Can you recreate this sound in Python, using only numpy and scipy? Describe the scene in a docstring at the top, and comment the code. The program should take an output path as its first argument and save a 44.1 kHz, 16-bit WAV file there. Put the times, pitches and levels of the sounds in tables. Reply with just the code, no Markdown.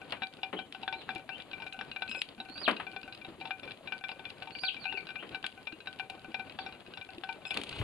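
"""Sparrows peck at a plate on a garden table: each peck rings the plate's modes (its natural tones).
A small dish rings higher. Filtered noise makes seed crunches, snaps, table bumps and leafy air.
Calls are gliding whistles, squeaks have overtones, and water-like gurgles are short ringing tones.
Near the end birds take off, as noise pulsing with the wing beats. All is heard in close stereo."""
import sys
import numpy as np
from scipy import signal
from scipy.fft import rfft, irfft, next_fast_len
from scipy.io import wavfile
from scipy.ndimage import uniform_filter1d

SR = 44100
rng = np.random.default_rng(int(sys.argv[2]) if len(sys.argv) > 2 else 0)


def dump(signal):
    """Clip the signal to [-1, 1] and save it as 16-bit WAV at the path in sys.argv[1]."""
    limited = np.clip(np.atleast_2d(signal).T, -1, 1)
    pcm = np.round(limited * 32767).astype(np.int16)
    wavfile.write(sys.argv[1], SR, pcm)


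N = 345303
TIME = np.arange(N) / SR  # seconds

# All levels in the tables are relative: settings in scene() shift many of them.
# t60 is the time a sound takes to fade by 60 dB.

# soft outdoor air and leaves: (frequency [Hz], level [dB])
GARDEN_SPECTRUM = [(25, -19), (100, -1), (330, 1), (700, -3.5), (1200, -9), (2000, -13), (2800, -9.5),
                   (4000, -15.5), (5000, -26), (5800, -49.5)]
# microphone hiss: (frequency [Hz], level [dB])
HISS_SPECTRUM = [(2000, -11.5), (5700, -11.5), (7000, -3), (9500, -1), (12000, -9.5), (15000, -22)]
GARDEN_DB = -55
# hollow blips, like water gurgling nearby: (time [s], pitch [Hz], level [dB])
GURGLES = [(3.284, 331, -39), (3.662, 496, -41), (4.942, 397, -38.5), (5.728, 317, -40.5),
           (6.283, 321, -39), (7.18, 347, -38.5)]

# birds take off past the microphone: (nearest moment [s], feather rustle [dB], downwash [dB])
TAKE_OFFS = [(7.56, -45.5, -58), (7.725, -48.5, -52), (7.807, -44, -34)]
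# rustle of feathers: (frequency [Hz], level [dB])
RUSTLE_SPECTRUM = [(100, -1), (300, 6), (900, 3.5), (1700, -5), (2800, 9), (4200, -0.5), (5700, -23),
                   (9500, -15.5), (14000, -50)]
# draught pushed down by the wings: (frequency [Hz], level [dB])
DOWNWASH_SPECTRUM = [(20, -14), (50, -6.5), (85, 2), (160, -1), (300, -13), (900, -52)]
RUSTLE_APPROACH_DB_PER_S, LEAVE_DB_PER_S = 170, 135
DOWNWASH_APPROACH_DB_PER_S = 600  # the draught is felt only close by

# thin squeaks: (start [s], end [s], level [dB])
SQUEAKS = [(2.085, 2.221, -49.5), (7.458, 7.527, -47.5)]
# squeak tones from the lowest up: (level [dB])
SQUEAK_OVERTONES = [1, -11, -16.5, -21.5]
SQUEAK_HZ = 2557

# calls that arch up to a top pitch and fall away: (start [s], rise [s], fall [s], start pitch [Hz],
# top pitch [Hz], end pitch [Hz], level [dB], swell from start to end [dB], hidden by foliage [0-1])
CALLS = [(0.561, 0.013, 0.015, 2900, 3200, 2780, -38.5, -3, 0.43),
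         (0.948, 0.015, 0.059, 3950, 4240, 2410, -49, 0, 1),
         (1.301, 0.041, 0.025, 2510, 3150, 2820, -44, -14, 0.9),
         (2.484, 0.12, 0.072, 4160, 4880, 2110, -46, 21, 0),
         (4.515, 0.0416, 0.023, 4300, 4650, 4600, -48.5, 7, 0.2),
         (4.590, 0.026, 0.083, 4300, 4950, 2140, -36.5, 10.5, 0),
         (4.796, 0.0081, 0.041, 4610, 4650, 3680, -48, 4, 0.15),
         (4.850, 0.042, 0.11, 2380, 2780, 2125, -42.5, -6, 0.04),
         (4.964, 0.0093, 0.028, 4470, 4570, 4100, -53, 0, 0.1),
         (5.179, 0.024, 0.017, 2430, 3230, 2880, -42.5, -12, 0.55),
         (6.574, 0.008, 0.04, 4430, 4620, 2730, -44.5, 5, 0.9)]
RISE_CURVE, FALL_CURVE = 0.84, 2.3  # the pitch climbs almost evenly, then drops ever faster
CALL_FADE_S = 0.0065
CALL_EDGE_HZ = 4740  # the whistle thins out above this pitch

# husks and wing tips snap: (time [s], body [dB], treble [dB])
SNAPS = [(0.1065, -40, -59), (0.1224, -29.5, -53), (0.7245, -38.5, -55.5), (1.1504, -45, -50),
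         (1.732, -62, -50), (2.0947, -42, -48), (2.2177, -26.5, -41.5), (2.2888, -42, -60),
         (2.7127, -35, -49), (3.1487, -41.5, -58.5), (4.303, -38.5, -60), (5.4647, -31, -44.5),
         (6.101, -46, -49), (7.5428, -35, -45.5), (7.5725, -26, -39.5), (7.615, -36.5, -46),
         (7.636, -34.5, -41), (7.6928, -37, -45)]
# body of a snap, also the crunch of seed: (frequency [Hz], level [dB])
SNAP_BODY_SPECTRUM = [(500, -24.5), (1800, -14.5), (2800, -0.5), (4100, -7), (4900, -13), (5800, -39),
                      (12000, -52)]
# treble of a snap: (frequency [Hz], level [dB])
SNAP_TREBLE_SPECTRUM = [(3000, -24), (6000, 0), (7500, 5), (10000, 7.5), (11500, -9), (15000, -26)]

# feet and bodies bump the table: (time [s], clack [dB], thud [dB])
KNOCKS = [(0.1225, -38.5, -51.5), (0.529, -41, -39.5), (2.614, -48, -51), (2.679, -25, -34.5),
          (2.799, -40, -65), (5.227, -47, -50), (7.564, -44, -42), (7.814, -44.5, -42)]
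# clack of the board, also the tick of a peck: (frequency [Hz], level [dB])
CLACK_SPECTRUM = [(50, -26), (200, -15), (600, -0.5), (1100, 1.5), (1550, -1.5), (2400, -2.5), (3000, -2),
                  (4000, -15.5), (4900, -32), (6000, -53), (9500, -31.5), (14000, -60)]
# low thud of the table: (frequency [Hz], level [dB])
THUD_SPECTRUM = [(45, -54), (120, -42), (190, 5), (300, 6.5), (500, 1.5), (800, -5.5), (2000, -48)]

# beak on the small dish: (time [s], level [dB])
DISH_PECKS = [(1.514, -50), (1.725, -44.5), (1.915, -43), (2.078, -47.5), (2.1138, -40), (2.5773, -42.5),
              (2.7667, -42.5), (3.031, -47.5), (3.125, -46.5), (4.507, -51), (4.744, -44.5), (4.842, -44),
              (5.0696, -46), (5.7236, -46.5), (5.804, -46.5), (6.4967, -48.5), (6.7242, -51),
              (6.8635, -53.5), (6.937, -49), (7.727, -44)]
# modes of the dish: (frequency [Hz], level [dB], t60 [s])
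DISH_MODES = [(1556, -2, 0.059), (2524, -1, 0.11), (2777, -1, 0.11), (3470, -20, .012), (3940, -1.5, 0.075),
              (4870, -17, .02)]

# beak on the plate: (time [s], strength [dB], place round the rim [degrees])
PECKS = [(0.2204, -35, 24), (0.2334, -39.5, 42), (0.4319, -32.5, 67), (0.5894, -37.5, 172),
         (0.7472, -39, 120), (0.8315, -38.5, 74), (0.8784, -34.0, 163), (0.9263, -36.5, 66),
         (0.9394, -45, 60), (1.0909, -35.5, 166), (1.1044, -43, 54), (1.1578, -40.5, 11),
         (1.2915, -37, 115), (1.4007, -42.5, 127), (1.5319, -42, 145), (1.6008, -46.5, 62),
         (1.6207, -43, 148), (1.6661, -43.5, 130), (1.7898, -41.5, 82), (1.8113, -39, 159),
         (1.9619, -40, 150), (2.0208, -32, 34), (2.1484, -39.5, 150), (2.4014, -39, 76),
         (2.8669, -42.5, 107), (2.9632, -40.5, 88), (3.2136, -47.5, 140), (3.2475, -43.5, 73),
         (3.4116, -40, 68), (3.454, -38, 73), (3.4734, -45.5, 69), (3.5074, -36.5, 97), (3.6326, -44, 131),
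         (3.676, -45, 150), (3.708, -42.0, 125), (3.8736, -40.5, 58), (3.922, -35.0, 36),
         (4.0392, -39, 38.2), (4.0911, -37.5, 66), (4.1155, -39, 124), (4.1934, -46, 205),
         (4.2532, -42, 143), (4.4218, -38, 117.5), (4.4727, -43.5, 68), (4.5511, -44, 56),
         (4.6354, -33.0, 152), (4.7654, -46.0, 61), (4.8544, -38, 104), (4.9244, -35.5, 120),
         (4.9731, -39.5, 150), (5.0888, -41.5, 38), (5.1038, -40.5, 35), (5.1567, -39.5, 144),
         (5.3462, -35.5, 34), (5.442, -36, 35), (5.671, -36.5, 135), (5.8721, -37.5, 35),
         (5.9963, -37, 107), (6.098, -39.5, 65), (6.3435, -32.5, 60), (6.3954, -40, 99),
         (6.5884, -35.5, 77), (6.6628, -41.0, 172), (6.9731, -40.5, 122), (7.0125, -45.5, 57),
         (7.236, -38.5, 166), (7.2903, -38.5, 101), (7.4525, -40, 122), (7.5068, -32.0, 127)]
# modes of the plate, one list per family: (frequency [Hz], level [dB], t60 [s])
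PLATE_FAMILIES = [
    [(765.6, 2.5, 0.13), (900, -8, 0.12)],
    [(1510.6, 5, 0.093), (1570, 8.5, 0.011)],
    [(2406.4, 3.5, 0.092), (2353, -1, 0.093)],
    [(2671, 5.5, 0.035), (2913, 4, 0.012), (3476, 1, 0.042), (3850, 0, 0.036), (4097, -7.5, 0.033),
     (4840, -14.5, 0.055), (5200, -19.5, 0.06), (5420, -16, 0.035)],
]
# how the three low families bend the rim in waves; a peck on a crest rings them,
# one on a node (a still point) hardly does: (waves round the rim [count], offset [degrees])
RIM_WAVES = [(2, 0), (3, 60), (4, 150)]
NODE_DB = -19.5  # what still rings on a node
GRAZE_LEAD_S, GRAZE_DB = 0.012, -26.5  # typical lead: the beak brushes the seed before it lands
REBOUND_S, REBOUND_DB = 0.01, -14  # typical delay: it touches again as it closes

# the two microphone ports resonate at different pitches:
# (frequency [Hz], left minus right [dB], left lead [radians])
PORTS = [(100, 3, 0.28), (515, 3, 0.55), (1480, 5, 0.16), (2420, 9.5, 1), (2720, 14, -0.83),
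         (3470, 5.5, -1.95), (3550, -3, -1.5), (4470, -10, -0.75), (4840, -9.5, -1.67), (6040, -4, 0.13),
         (10200, -1, -0.67)]


def from_db(db):
    """Turn decibels into gain."""
    return 10 ** (np.asarray(db) / 20)


def rms_one(x):
    """Scale to unit power."""
    return x / np.sqrt(np.mean(x ** 2) + 1e-20)


def at_hz(points, hz, axis=1):
    """Read one column of a spectrum between its points, on a log-frequency axis."""
    points = np.array(points)
    return np.interp(np.log(hz + 1), np.log(points[:, 0]), points[:, axis])


def colour(x, spectrum, size=2048):
    """Filter with the given spectrum and unit energy; minimum phase puts the energy early."""
    cepstrum = irfft(np.log(from_db(at_hz(spectrum, np.fft.rfftfreq(size, 1 / SR)))))
    # fold the cepstrum forward in time, so nothing sounds before its cause
    cepstrum[1:size // 2] *= 2
    cepstrum[size // 2 + 1:] = 0
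    response = irfft(np.exp(rfft(cepstrum)))
    response /= np.linalg.norm(response)
    return signal.oaconvolve(np.atleast_2d(x), [response], axes=-1)[:, :N]


def white(alike):
    """Stereo white noise; alike is the share of power common to both sides."""
    alike = np.clip(alike, 0, 1)
    shared = np.sqrt(alike) * rng.standard_normal(N)
    return shared + np.sqrt(1 - alike) * rng.standard_normal((2, N))


def noise(spectrum, alike):
    """Steady coloured stereo noise."""
    return colour(white(alike), spectrum)


def drift(rate):
    """Smooth random wander of spread 1; a higher rate [Hz] wanders faster."""
    r = np.exp(-2 * np.pi * rate / SR)
    return rms_one(signal.lfilter([1], [1, -2 * r, r * r], rng.standard_normal(N)))


def clicks(times, heights):
    """One single-sample click per contact."""
    out = np.zeros(N)
    places = np.clip(np.round(times * SR).astype(int), 0, N - 1)
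    np.add.at(out, places, heights)
    return out


def ring(x, hz, t60):
    """A unit click sets a fading sine of height 1 ringing."""
    r = from_db(-60 / (t60 * SR))
    w = 2 * np.pi * hz / SR
    return signal.lfilter([0, np.sin(w)], [1, -2 * r * np.cos(w), r * r], x + 1e-18)


def burst(x, t60, alike):
    """Each click starts a puff of white noise that dies away."""
    r = from_db(-60 / (t60 * SR))
    envelope = signal.lfilter([1], [1, -r], np.abs(x) + 1e-18)
    return envelope * white(alike)


def soften(x, edge_hz, order=6):
    """Cut the treble above an edge, as when a beak stays in contact for a moment."""
    return signal.sosfilt(signal.butter(order, edge_hz, fs=SR, output="sos"), x)


def pan(x, left_minus_right_db):
    """Make one side louder than the other."""
    return x * from_db([[left_minus_right_db / 2], [-left_minus_right_db / 2]])


def garden(swell_db, hiss_db):
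    """Outdoor air and leaves, wandering in level, over each microphone's own hiss."""
    level = from_db(GARDEN_DB + swell_db * drift(17.7))
    air = level * noise(GARDEN_SPECTRUM, alike=0.78)
    return air + from_db(hiss_db) * noise(HISS_SPECTRUM, alike=0)


def hedge(x, t60, delay_s, size=16384):
    """Hedge and wall scatter sound into a fading noise tail, different on each side."""
    t = TIME[:size]
    tails = rng.standard_normal((2, size)) * from_db(-60 * t / t60) * (t > delay_s)
    tails /= np.linalg.norm(tails[0])
    return signal.fftconvolve(np.atleast_2d(x), tails, axes=-1)[:, :N]


def gurgle(per_s, level_db, spread_db, cycles, count=14):
    """Bubbles ring at low, hollow pitches; each fades by 60 dB over the given number of cycles."""
    out = np.zeros(N)
    for s, hz, db in GURGLES:
        out += ring(clicks(np.array([s]), from_db(db)), hz, cycles / hz)
    # fainter bubbles at random moments
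    for hz in np.geomspace(230, 640, count):
        times = rng.uniform(0, N / SR, 200)
        born = rng.random(len(times)) < per_s * N / SR / count / len(times)
        spread = spread_db * np.clip(rng.standard_normal(len(times)), -2, 2)
        out += ring(clicks(times, from_db(level_db + spread) * born), hz, cycles / hz)
    return soften(out, edge_hz=970, order=2)


def fly_by(s, db, approach_db_per_s):
    """Gain that grows until a bird is nearest and fades as it leaves."""
    return from_db(db - np.maximum(approach_db_per_s * (s - TIME), LEAVE_DB_PER_S * (TIME - s)))


def wings(beat_hz, beat_db):
    """Feather noise swells on every wing beat and the downwash buffets the microphone."""
    rustle = sum(fly_by(s, db, RUSTLE_APPROACH_DB_PER_S) for s, db, _ in TAKE_OFFS)
    wash = sum(fly_by(s, db, DOWNWASH_APPROACH_DB_PER_S) for s, _, db in TAKE_OFFS)
    beat = beat_db * np.sin(2 * np.pi * beat_hz * TIME + drift(16.0))
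    feathers = rustle * from_db(beat) * noise(RUSTLE_SPECTRUM, alike=0.95)
    return feathers + wash * noise(DOWNWASH_SPECTRUM, alike=0.89)


def squeaks(waver, flutter_db):
    """A stuttering squeak around one pitch, with a row of overtones at whole multiples."""
    gate = sum(from_db(db) * ((TIME > start) & (TIME < end)) for start, end, db in SQUEAKS)
    phase = 2 * np.pi * np.cumsum(SQUEAK_HZ * (1 + waver * drift(206))) / SR
    tone = np.zeros(N)
    for multiple, db in enumerate(SQUEAK_OVERTONES, start=1):
        level = from_db(db + flutter_db * np.tanh(drift(70)))
        tone += level * np.sin(multiple * phase)
    return uniform_filter1d(gate, size=300) * tone  # rounded edges avoid clicks


def calls(waver, flutter_db, octave_db):
    """Arching near-sine whistles with a faint octave: all that is sung, and the unhidden part."""
    sung, direct = np.zeros((2, N))
    wobble = 1 + waver * drift(109)
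    flutter = flutter_db * np.tanh(drift(70))
    for start, rise, fall, start_hz, top_hz, end_hz, db, swell_db, hidden in CALLS:
        length = rise + fall
        on = (TIME > start) & (TIME < start + length)
        t = TIME[on] - start
        climb = np.maximum(1 - t / rise, 0) ** RISE_CURVE
        drop = np.maximum((t - rise) / fall, 0) ** FALL_CURVE
        hz = top_hz - (top_hz - start_hz) * climb - (top_hz - end_hz) * drop
        phase = 2 * np.pi * np.cumsum(hz * wobble[on]) / SR
        fade = np.minimum(np.minimum(t, length - t) / CALL_FADE_S, 1)
        level = from_db(db + swell_db * (t / length - .5) + flutter[on]) * fade
        # where the whistle thins, its octave comes out
        full = 1 / (1 + (hz / CALL_EDGE_HZ) ** 20)
        octave = (1 - full) * from_db(octave_db) * np.sin(2 * phase)
        whistle = level * (full * np.sin(phase) + octave)
        sung[on] += whistle
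        direct[on] += whistle * (1 - np.clip(hidden, 0, 1))
    return np.sqrt(2) * sung, np.sqrt(2) * direct


def snaps(crack_db, body_db, treble_db):
    """Dry cracks: one sharp break and a few milliseconds of splintering noise."""
    s, body, treble = np.transpose(SNAPS)
    low = clicks(s, from_db(body + body_db))
    high = clicks(s, from_db(treble + treble_db))
    low_crack = from_db(crack_db) * low + burst(low, t60=0.023, alike=0.86)
    high_crack = from_db(crack_db) * high + burst(high, t60=0.022, alike=0.084)
    return colour(low_crack, SNAP_BODY_SPECTRUM) + colour(high_crack, SNAP_TREBLE_SPECTRUM)


def table(strike_db, clack_db, thud_db):
    """A bump gives a sharp contact, a dense clack of the board, and a longer low thud."""
    s, clack, thud = np.transpose(KNOCKS)
    hits = clicks(s, from_db(clack))
    board = from_db(strike_db) * hits + from_db(clack_db) * burst(hits, t60=0.13, alike=0.76)
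    low = burst(clicks(s, from_db(thud + thud_db)), t60=0.28, alike=0.85)
    return colour(board, CLACK_SPECTRUM) + colour(low, THUD_SPECTRUM)


def nibbling(per_s, crumbs_per_s, ring_db, husk_db, spread_db):
    """Claws and rolling seed touch faintly at random: small plate rings and puffs of noise."""
    sizes = from_db(spread_db * np.clip(rng.standard_normal(N), -2, 2))
    touches = sizes * (rng.random(N) < per_s / SR)
    rings = np.zeros(N)
    for family in PLATE_FAMILIES:
        hz, db, t60 = family[0]
        rings += ring(touches * from_db(db), hz, t60)
    crumbs = sizes * (rng.random(N) < crumbs_per_s / SR)
    puffs = burst(crumbs, t60=0.016, alike=0.14)
    husks = colour(puffs, SNAP_BODY_SPECTRUM) + from_db(-19.5) * colour(puffs, SNAP_TREBLE_SPECTRUM)
    return from_db(ring_db) * rings + from_db(husk_db) * husks


def dish(level_db, scatter_db, grit_db, pan_db):
    """Pecks ring the modes of the small dish, with a short crunch of seed."""
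    s, level = np.transpose(DISH_PECKS)
    rings = np.zeros(N)
    for hz, db, t60 in DISH_MODES:
        scatter = rng.standard_normal(len(s)) * scatter_db
        rings += ring(clicks(s, from_db(level + level_db + db + scatter)), hz, t60)
    crunch = burst(clicks(s, from_db(level + grit_db)), t60=0.02, alike=0.53)
    return pan(soften(rings, edge_hz=5500) + colour(crunch, SNAP_BODY_SPECTRUM), pan_db)


def mode_shapes(degrees):
    """Level [dB] at which a peck at this place drives each family; upper modes answer anywhere."""
    crests = [np.cos(np.radians(waves * degrees + offset)) for waves, offset in RIM_WAVES]
    return [20 * np.log10(np.hypot(crest, from_db(NODE_DB))) for crest in crests] + [0]


def plate(family_db, scatter_db, grit_db, tick_db, pan_db):
    """Pecks ring the plate's modes by where they land; seed crunches briefly under the beak."""
    s, strength, degrees = np.transpose(PECKS)
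    graze, rebound = rng.uniform(.5, 1.5, (len(s), 2)).T  # timing varies from peck to peck

    def touches(db):
        """Graze, blow and rebound of every peck."""
        before = clicks(s - GRAZE_LEAD_S * graze, from_db(db + GRAZE_DB))
        after = clicks(s + REBOUND_S * rebound, from_db(db + REBOUND_DB))
        return before + clicks(s, from_db(db)) + after

    rings = np.zeros(N)
    for modes, shape, trim in zip(PLATE_FAMILIES, mode_shapes(degrees), family_db):
        for k, (hz, db, t60) in enumerate(modes):
            # the first mode of a family stays steady, the others vary
            scatter = rng.standard_normal(len(s)) * scatter_db * (k > 0)
            blows = touches(strength + shape + trim + db + scatter)
            # neighbouring modes start in opposite phase, so the ring swells for a moment
            rings += (-1) ** k * ring(blows, hz, t60)
    crunch = burst(touches(strength + grit_db), t60=0.036, alike=0.6)
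    tick = burst(touches(strength + tick_db), t60=0.032, alike=0.87)
    contact = colour(crunch, SNAP_BODY_SPECTRUM) + colour(tick, CLACK_SPECTRUM)
    return pan(soften(rings, edge_hz=5100) + contact, pan_db)


def scene():
    """Everything on the table, with a little scatter from the garden; callers sit in the hedge."""
    pecks = plate(family_db=[-1.0, -2.5, 2.5, -4.0], scatter_db=5, grit_db=-6.0, tick_db=-6, pan_db=1.5)
    pecks += dish(level_db=1.5, scatter_db=2, grit_db=7.0, pan_db=0.0)
    pecks += nibbling(per_s=14, crumbs_per_s=35, ring_db=-58.5, husk_db=-51.0, spread_db=5.5)
    bumps = table(strike_db=21.5, clack_db=6.0, thud_db=3.5)
    bumps += snaps(crack_db=14, body_db=2, treble_db=-3.5)
    sung, direct = calls(waver=0.016, flutter_db=4.0, octave_db=-25)
    near = pecks + bumps + squeaks(waver=0.0085, flutter_db=12.0) + wings(beat_hz=24, beat_db=4.0)
    scatter = from_db(-13.5) * hedge(near, t60=0.19, delay_s=0.0058)
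    scatter += from_db(-4) * hedge(sung, t60=0.23, delay_s=0.005)
    water = gurgle(per_s=20, level_db=-53.0, spread_db=5.0, cycles=31.5)
    return near + direct + scatter + water + garden(swell_db=3.0, hiss_db=-73.0)


def record(dry):
    """The ports share out each pitch between left and right; a narrow notch and a top cut follow."""
    size = next_fast_len(N + 4096)
    hz = np.fft.rfftfreq(size, 1 / SR)
    # each side takes half of the level and phase difference
    half = from_db(at_hz(PORTS, hz) / 2) * np.exp(.5j * at_hz(PORTS, hz, axis=2))
    ports = np.array([half, 1 / half])
    ports /= np.sqrt(np.mean(np.abs(ports) ** 2, axis=0))
    heard = irfft(rfft(dry, size) * ports, size)[:, :N]
    heard = signal.lfilter(*signal.iirnotch(7920, 22, fs=SR), heard)
    # steep cut: 60 dB down from 16100 Hz upward
    return signal.sosfilt(signal.cheby2(12, 60, 16100, fs=SR, output="sos"), heard)


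dry = scene()
out = record(dry)
dump(out)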